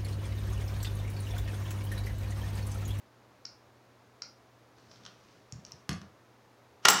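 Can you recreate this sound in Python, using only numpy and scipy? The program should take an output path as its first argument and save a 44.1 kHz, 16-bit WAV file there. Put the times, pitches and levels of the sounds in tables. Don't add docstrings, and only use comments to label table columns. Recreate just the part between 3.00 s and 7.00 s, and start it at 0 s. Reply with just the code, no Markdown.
import sys
import numpy as np
from scipy import signal
from scipy.fft import rfft, irfft
from scipy.io import wavfile

SR = 44100
rng = np.random.default_rng(int(sys.argv[2]) if len(sys.argv) > 2 else 0)


def waveform_to_disk(signal):
    frames = np.transpose(np.atleast_2d(signal))
    scaled = np.clip(frames, -1, 1) * 32767
    samples = np.round(scaled).astype(np.int16)
    wavfile.write(sys.argv[1], SR, samples)


N = 176400
T = np.arange(N) / SR

# (time [s], level [dB], rise [s], t60 [s], bass [dB], treble [dB])
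CLACKS = [(3.849, 1.5, 0.00201, 0.0099, -3, -9), (3.8516, 18, 0.00227, 0.031, -0.5, 0),
          (3.8678, -6, 0.00092, 0.048, 9, 0), (3.8839, 18, 0.00086, 0.055, 0.5, 7.5)]
# (frequency [Hz], gain [dB])
CLACK_COLOUR = [(60, -52), (130, -39), (200, -6.5), (320, -11.5), (430, -3.5), (600, -11), (900, 3),
                (1350, 3), (2200, -1.5), (3000, 0.5), (4500, -2.5), (5800, 0.5), (7600, -10), (9000, -17),
                (13000, -30), (16000, -47)]
# (frequency [Hz], level [dB], t60 [s])
HOUSING_MODES = [(190, -64, 0.57), (842, -56, 0.26), (935, -54.5, 0.6), (1054, -50, 0.18),
                 (1370, -36, 0.017), (1944, -35, 0.029), (2660, -39, 0.045), (2860, -32.5, 0.019)]
# (frequency [Hz], level [dB], t60 [s])
BUTTON_MODES = [(420, -27.5, .11), (1407, -17, 0.054), (1847, -20, 0.058), (3080, -16, 0.045)]
# (frequency [Hz], level [dB], t60 [s])
BOLT_MODES = [(5420, -18, 0.024), (6020, -13, 0.025)]

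def button():
    slide_s, stop_s, seat_s, slide_db = 3.82, 3.8525, 3.888, -47
    out = np.zeros(N)
    push = np.linspace(0, 1, int((CLACKS[0][0] - slide_s) * SR))
    friction = push * rng.standard_normal(len(push))
    add(out, slide_s, amp(slide_db) * colour(friction, CLACK_COLOUR))
    for at, db, rise_s, t60_s, bass_db, treble_db in CLACKS:
        contact = colour(crack(rise_s, t60_s), CLACK_COLOUR)
        tilt = [(550, bass_db), (900, 0), (4000, 0), (11000, treble_db)]
        add(out, at, amp(db) * colour(contact, tilt))
        add(out, at + rise_s, amp(db) * ring(HOUSING_MODES))
    add(out, stop_s, ring(BUTTON_MODES))
    add(out, seat_s, ring(BOLT_MODES))
    return out


# (time [s], level [dB])
RATTLES = [(3.885, 4), (3.8928, -9), (3.9001, 3.5), (3.9046, 2.5), (3.931, -4.5)]
# (frequency [Hz], level [dB], t60 [s])
SPRING_MODES = [(7610, -34, 0.036), (7716, -20.5, 0.037), (11120, -26.5, 0.015), (14900, -26.5, 0.044)]

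def spring():
    out = np.zeros(N)
    for at, db in RATTLES:
        ringing = ring(SPRING_MODES, scatter=0.0069)
        chatter = amp(-8) * colour(crack(rise_s=0.00035, t60_s=0.05), CLACK_COLOUR)
        add(out, at, amp(db) * (ringing + chatter))
    return out


# (time [s], snap level [dB], body level [dB], lift lead [s])
NOTCHES = [(0.4542, 1, -54.5, .0024), (1.2214, 3.5, -45, .0015)]
# (frequency [Hz], level [dB], t60 [s])
DIAL_MODES = [(1360, 5.5, 0.019), (2100, 1.5, .009)]
# (frequency [Hz], gain [dB])
DETENT_COLOUR = [(300, -50), (1000, -27.5), (2700, -24), (3650, -28), (4000, -15), (4600, -9), (5100, -1.5),
                 (5600, -4), (6100, -15), (7400, -25), (8100, -43), (12000, -57)]

def dial():
    settle_lag_s = 0.001217
    drag_s, drag_width_s, drag_db = 1.935, 0.04, -47.5
    snaps, body = np.zeros(N), np.zeros(N)
    for at, db, body_db, lead_s in NOTCHES:
        add(snaps, at - lead_s, amp(db - 9) * crack(rise_s=0.00013, t60_s=0.0047))
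        add(snaps, at, amp(db) * np.ones(1))
        add(snaps, at + settle_lag_s, amp(db - 8.5) * crack(rise_s=0.0003, t60_s=0.016))
        add(body, at - lead_s, amp(body_db) * ring(DIAL_MODES, scatter=0.01))
    drag = amp(drag_db) * np.exp(-((T - drag_s) / drag_width_s) ** 2) * rng.standard_normal(N)
    return colour(snaps + drag, DETENT_COLOUR) + body


# (time [s], level [dB], treble [dB])
PEN_HITS = [(2.7102, -28.5, -15), (2.8926, -6.5, 2), (2.9134, -15.5, -9), (3.0167, -24.5, -6.5)]
# (frequency [Hz], gain [dB])
PEN_COLOUR = [(100, 11), (400, -4), (1100, 4), (2000, -0.5), (3200, 0), (5500, -3.5), (6800, -4.5),
              (7800, -12), (10000, -12.5), (15500, -25)]
# (frequency [Hz], level [dB], t60 [s])
PEN_MODES = [(1210, -39, 0.013), (1670, -32, 0.023), (5330, -31, 0.0086), (9950, -53, 0.038)]

def pen():
    out = np.zeros(N)
    for at, db, treble_db in PEN_HITS:
        hit = colour(strike(grit_db=0, t60_s=0.022), PEN_COLOUR) + ring(PEN_MODES)
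        add(out, at, amp(db) * colour(hit, [(1200, 0), (9000, treble_db)]))
    return out


# (time [s], level [dB], pitch [ratio])
THUMPS = [(2.526, -39, 0.79), (2.553, -40, 0.82), (2.583, -47, 0.95), (2.737, -49.5, .95), (2.892, -29, 1),
          (2.919, -31.5, 1.1), (3.017, -43, 1.3)]
# (frequency [Hz], level [dB], t60 [s])
SHELL_MODES = [(82.8, -13.5, 0.54), (98, -7.5, 0.21), (156.6, 1, 0.13), (185, 2, 0.065), (262.6, -8.5, 0.2),
               (328, -15, 0.17)]

def shell():
    dulling_db_per_db = 0.86
    hardest_db = max(db for at, db, pitch in THUMPS)
    out = np.zeros(N)
    for at, db, pitch in THUMPS:
        tilt = [(170, 0), (300, dulling_db_per_db * (db - hardest_db))]
        add(out, at, -amp(db) * colour(ring(SHELL_MODES, pitch), tilt))
    return colour(out, [(55, -21), (85, -2.5), (280, -2), (600, -22), (3000, -46)])


# (time [s], level [dB], centre [Hz], width [exponent])
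TICKS = [(2.5239, -14.5, 6100, 1.28), (2.6507, -16, 5570, 1.06), (2.6653, -26, 6000, 0.83),
         (2.7163, -41, 14100, 0.77), (2.7203, -13.5, 5770, 0.83), (2.931, -18, 6400, .8),
         (3.0157, -24.5, 5640, 0.56)]
# (frequency / centre [ratio], gain [dB])
TICK_COLOUR = [(.1, -21), (.76, -10), (.88, 4), (1, 3), (1.13, 0), (1.3, -14.5), (2.7, -48)]

def metal_ticks():
    out = np.zeros(N)
    for at, db, centre_hz, width in TICKS:
        resonance = [(centre_hz * ratio ** width, gain_db) for ratio, gain_db in TICK_COLOUR]
        add(out, at, amp(db) * colour(strike(grit_db=-2.5, t60_s=0.017), resonance))
    return out


# (time [s], level [dB], resonance [Hz])
BRUSHES = [(1.7831, -38.5, 4500), (1.914, -29.5, 5400), (1.9583, -36, 3400), (2.0348, -34.5, 3520),
           (2.051, -24.5, 5800), (2.0625, -20, 3020)]
# (frequency [Hz], gain [dB])
BRUSH_COLOUR = [(800, -4.5), (1300, 10), (2200, -5), (3100, 5), (5900, 4.5), (7500, -9), (15000, -41)]
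# (time [s], level [dB])
RUB_LEVELS = [(1.75, -78), (1.79, -67.5), (1.87, -70), (2.01, -64.5), (2.15, -69.5), (2.3, -65.5),
              (2.45, -75), (2.7, -64.5), (2.85, -75)]
# (frequency [Hz], gain [dB])
RUB_COLOUR = [(300, 6), (1400, -3.5), (3050, -4.5), (5800, -2.5), (7200, -11), (14000, -35)]

def fingers():
    peak_db, width_ratio = 6.5, 1.21
    grain_db, grain_samples = 2.3, 100
    flicks = np.zeros(N)
    for at, db, hz in BRUSHES:
        resonance = [(hz / width_ratio, 0), (hz, peak_db), (hz * width_ratio, 0)]
        add(flicks, at, amp(db) * colour(crack(rise_s=0.0002, t60_s=0.029), resonance))
    noise = rng.standard_normal(N)
    roughness_db = grain_db * np.repeat(rng.standard_normal(N // grain_samples + 1), grain_samples)[:N]
    rub = unit(colour(noise * amp(roughness_db), RUB_COLOUR)) * np.sqrt(N)
    rub_db = np.interp(T, *np.array(RUB_LEVELS).T, left=-120, right=-120)
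    return colour(flicks, BRUSH_COLOUR) + amp(rub_db) * rub


# (frequency [Hz], gain [dB])
AIR_COLOUR = [(25, -37), (45, -21.5), (90, -9), (120, -7.5), (145, -16), (230, -8), (520, -9), (1100, -13),
              (2000, -19.5), (3100, -25.5), (4000, -25.5), (6900, -30.5), (7500, -36), (15500, -39.5)]

def background():
    air_db, hum_db, hum_hz = -61.5, -68.5, 120
    air = unit(colour(rng.standard_normal(N), AIR_COLOUR)) * np.sqrt(N)
    hum = np.sqrt(2) * np.sin(2 * np.pi * hum_hz * T)
    return amp(air_db) * air + amp(hum_db) * hum


# (frequency [Hz], gain [dB])
ECHO_COLOUR = [(60, -5.5), (200, 7.5), (1000, -0.5), (3000, -2), (7000, -4.5), (10000, -5), (15000, -16.5)]

def diffuse_echo(t60_s, treble_t60_s):
    split_hz, gap_s, build_s = 5000, 0.0009, 0.011
    low = butter(rng.standard_normal(SR // 2), 2, split_hz, "low") * fade(t60_s)
    high = butter(rng.standard_normal(SR // 2), 2, split_hz, "high") * fade(treble_t60_s)
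    build = np.clip((T[:SR // 2] - gap_s) / build_s, 0, 1)
    return colour(unit(build * (low + high)), ECHO_COLOUR)


def placed(x, echo, wet_db):
    return x + amp(wet_db) * signal.fftconvolve(x, echo)[:N]


def strike(grit_db, t60_s):
    x = amp(grit_db) * crack(0.00047, t60_s)
    x[0] += 1
    return x


def crack(rise_s, t60_s):
    t = T[:SR // 2]
    envelope = np.minimum(t / rise_s, 1) * np.exp(-np.log(1000) * np.maximum(t - rise_s, 0) / t60_s)
    spectrum = rfft(rng.standard_normal(len(t)) * envelope)
    whitened = irfft(spectrum / (abs(spectrum) + 1e-12), len(t))
    return unit(whitened * np.sqrt(envelope))


def ring(modes, pitch=1, scatter=0):
    detunes = 1 + scatter * rng.standard_normal(len(modes))
    return sum(amp(db) * fade(t60_s) * np.sin(2 * np.pi * hz * pitch * detune * T[:SR // 2])
               for (hz, db, t60_s), detune in zip(modes, detunes))


def fade(t60_s):
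    return np.exp(-np.log(1000) * T[:SR // 2] / t60_s)


def colour(x, points, size=4096):
    hz, db = np.array(points).T
    bin_hz = np.arange(size // 2 + 1) * SR / size
    gain = amp(np.interp(np.log(bin_hz + 1), np.log(hz), db))
    cepstrum = irfft(np.log(gain))
    cepstrum[1:size // 2] *= 2
    cepstrum[size // 2 + 1:] = 0
    response = irfft(np.exp(rfft(cepstrum)))
    return signal.fftconvolve(x, response)[:len(x)]


def butter(x, order, hz, kind):
    return signal.sosfilt(signal.butter(order, hz, kind, fs=SR, output="sos"), x)


def amp(db):
    return 10 ** (np.asarray(db) / 20)


def unit(x):
    return x / np.sqrt(np.sum(x ** 2))


def add(out, at, x):
    i = int(at * SR)
    out[i:i + len(x)] += x[:N - i]


def scene():
    room = diffuse_echo(t60_s=0.31, treble_t60_s=0.25)
    cavity = diffuse_echo(t60_s=0.59, treble_t60_s=0.54)
    handling = placed(dial() + fingers(), room, wet_db=-1.5) + placed(metal_ticks(), room, wet_db=-4.5)
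    knocks = placed(shell(), room, wet_db=-15.5) + placed(pen(), room, wet_db=-0.5)
    lock = placed(button() + spring(), cavity, wet_db=-2.5)
    lock = butter(lock, 4, 150, "high")
    return (handling + knocks + lock + background())[None]


def record(dry):
    ceiling, low_cut_hz, top_hz = 0.55, 44.5, 15900
    rounded = ceiling * np.tanh(dry / ceiling)
    top_cut = signal.ellip(8, 0.2, 70, top_hz, fs=SR, output="sos")
    return signal.sosfilt(top_cut, butter(rounded, 3, low_cut_hz, "high"))


dry = scene()
out = record(dry)
waveform_to_disk(out)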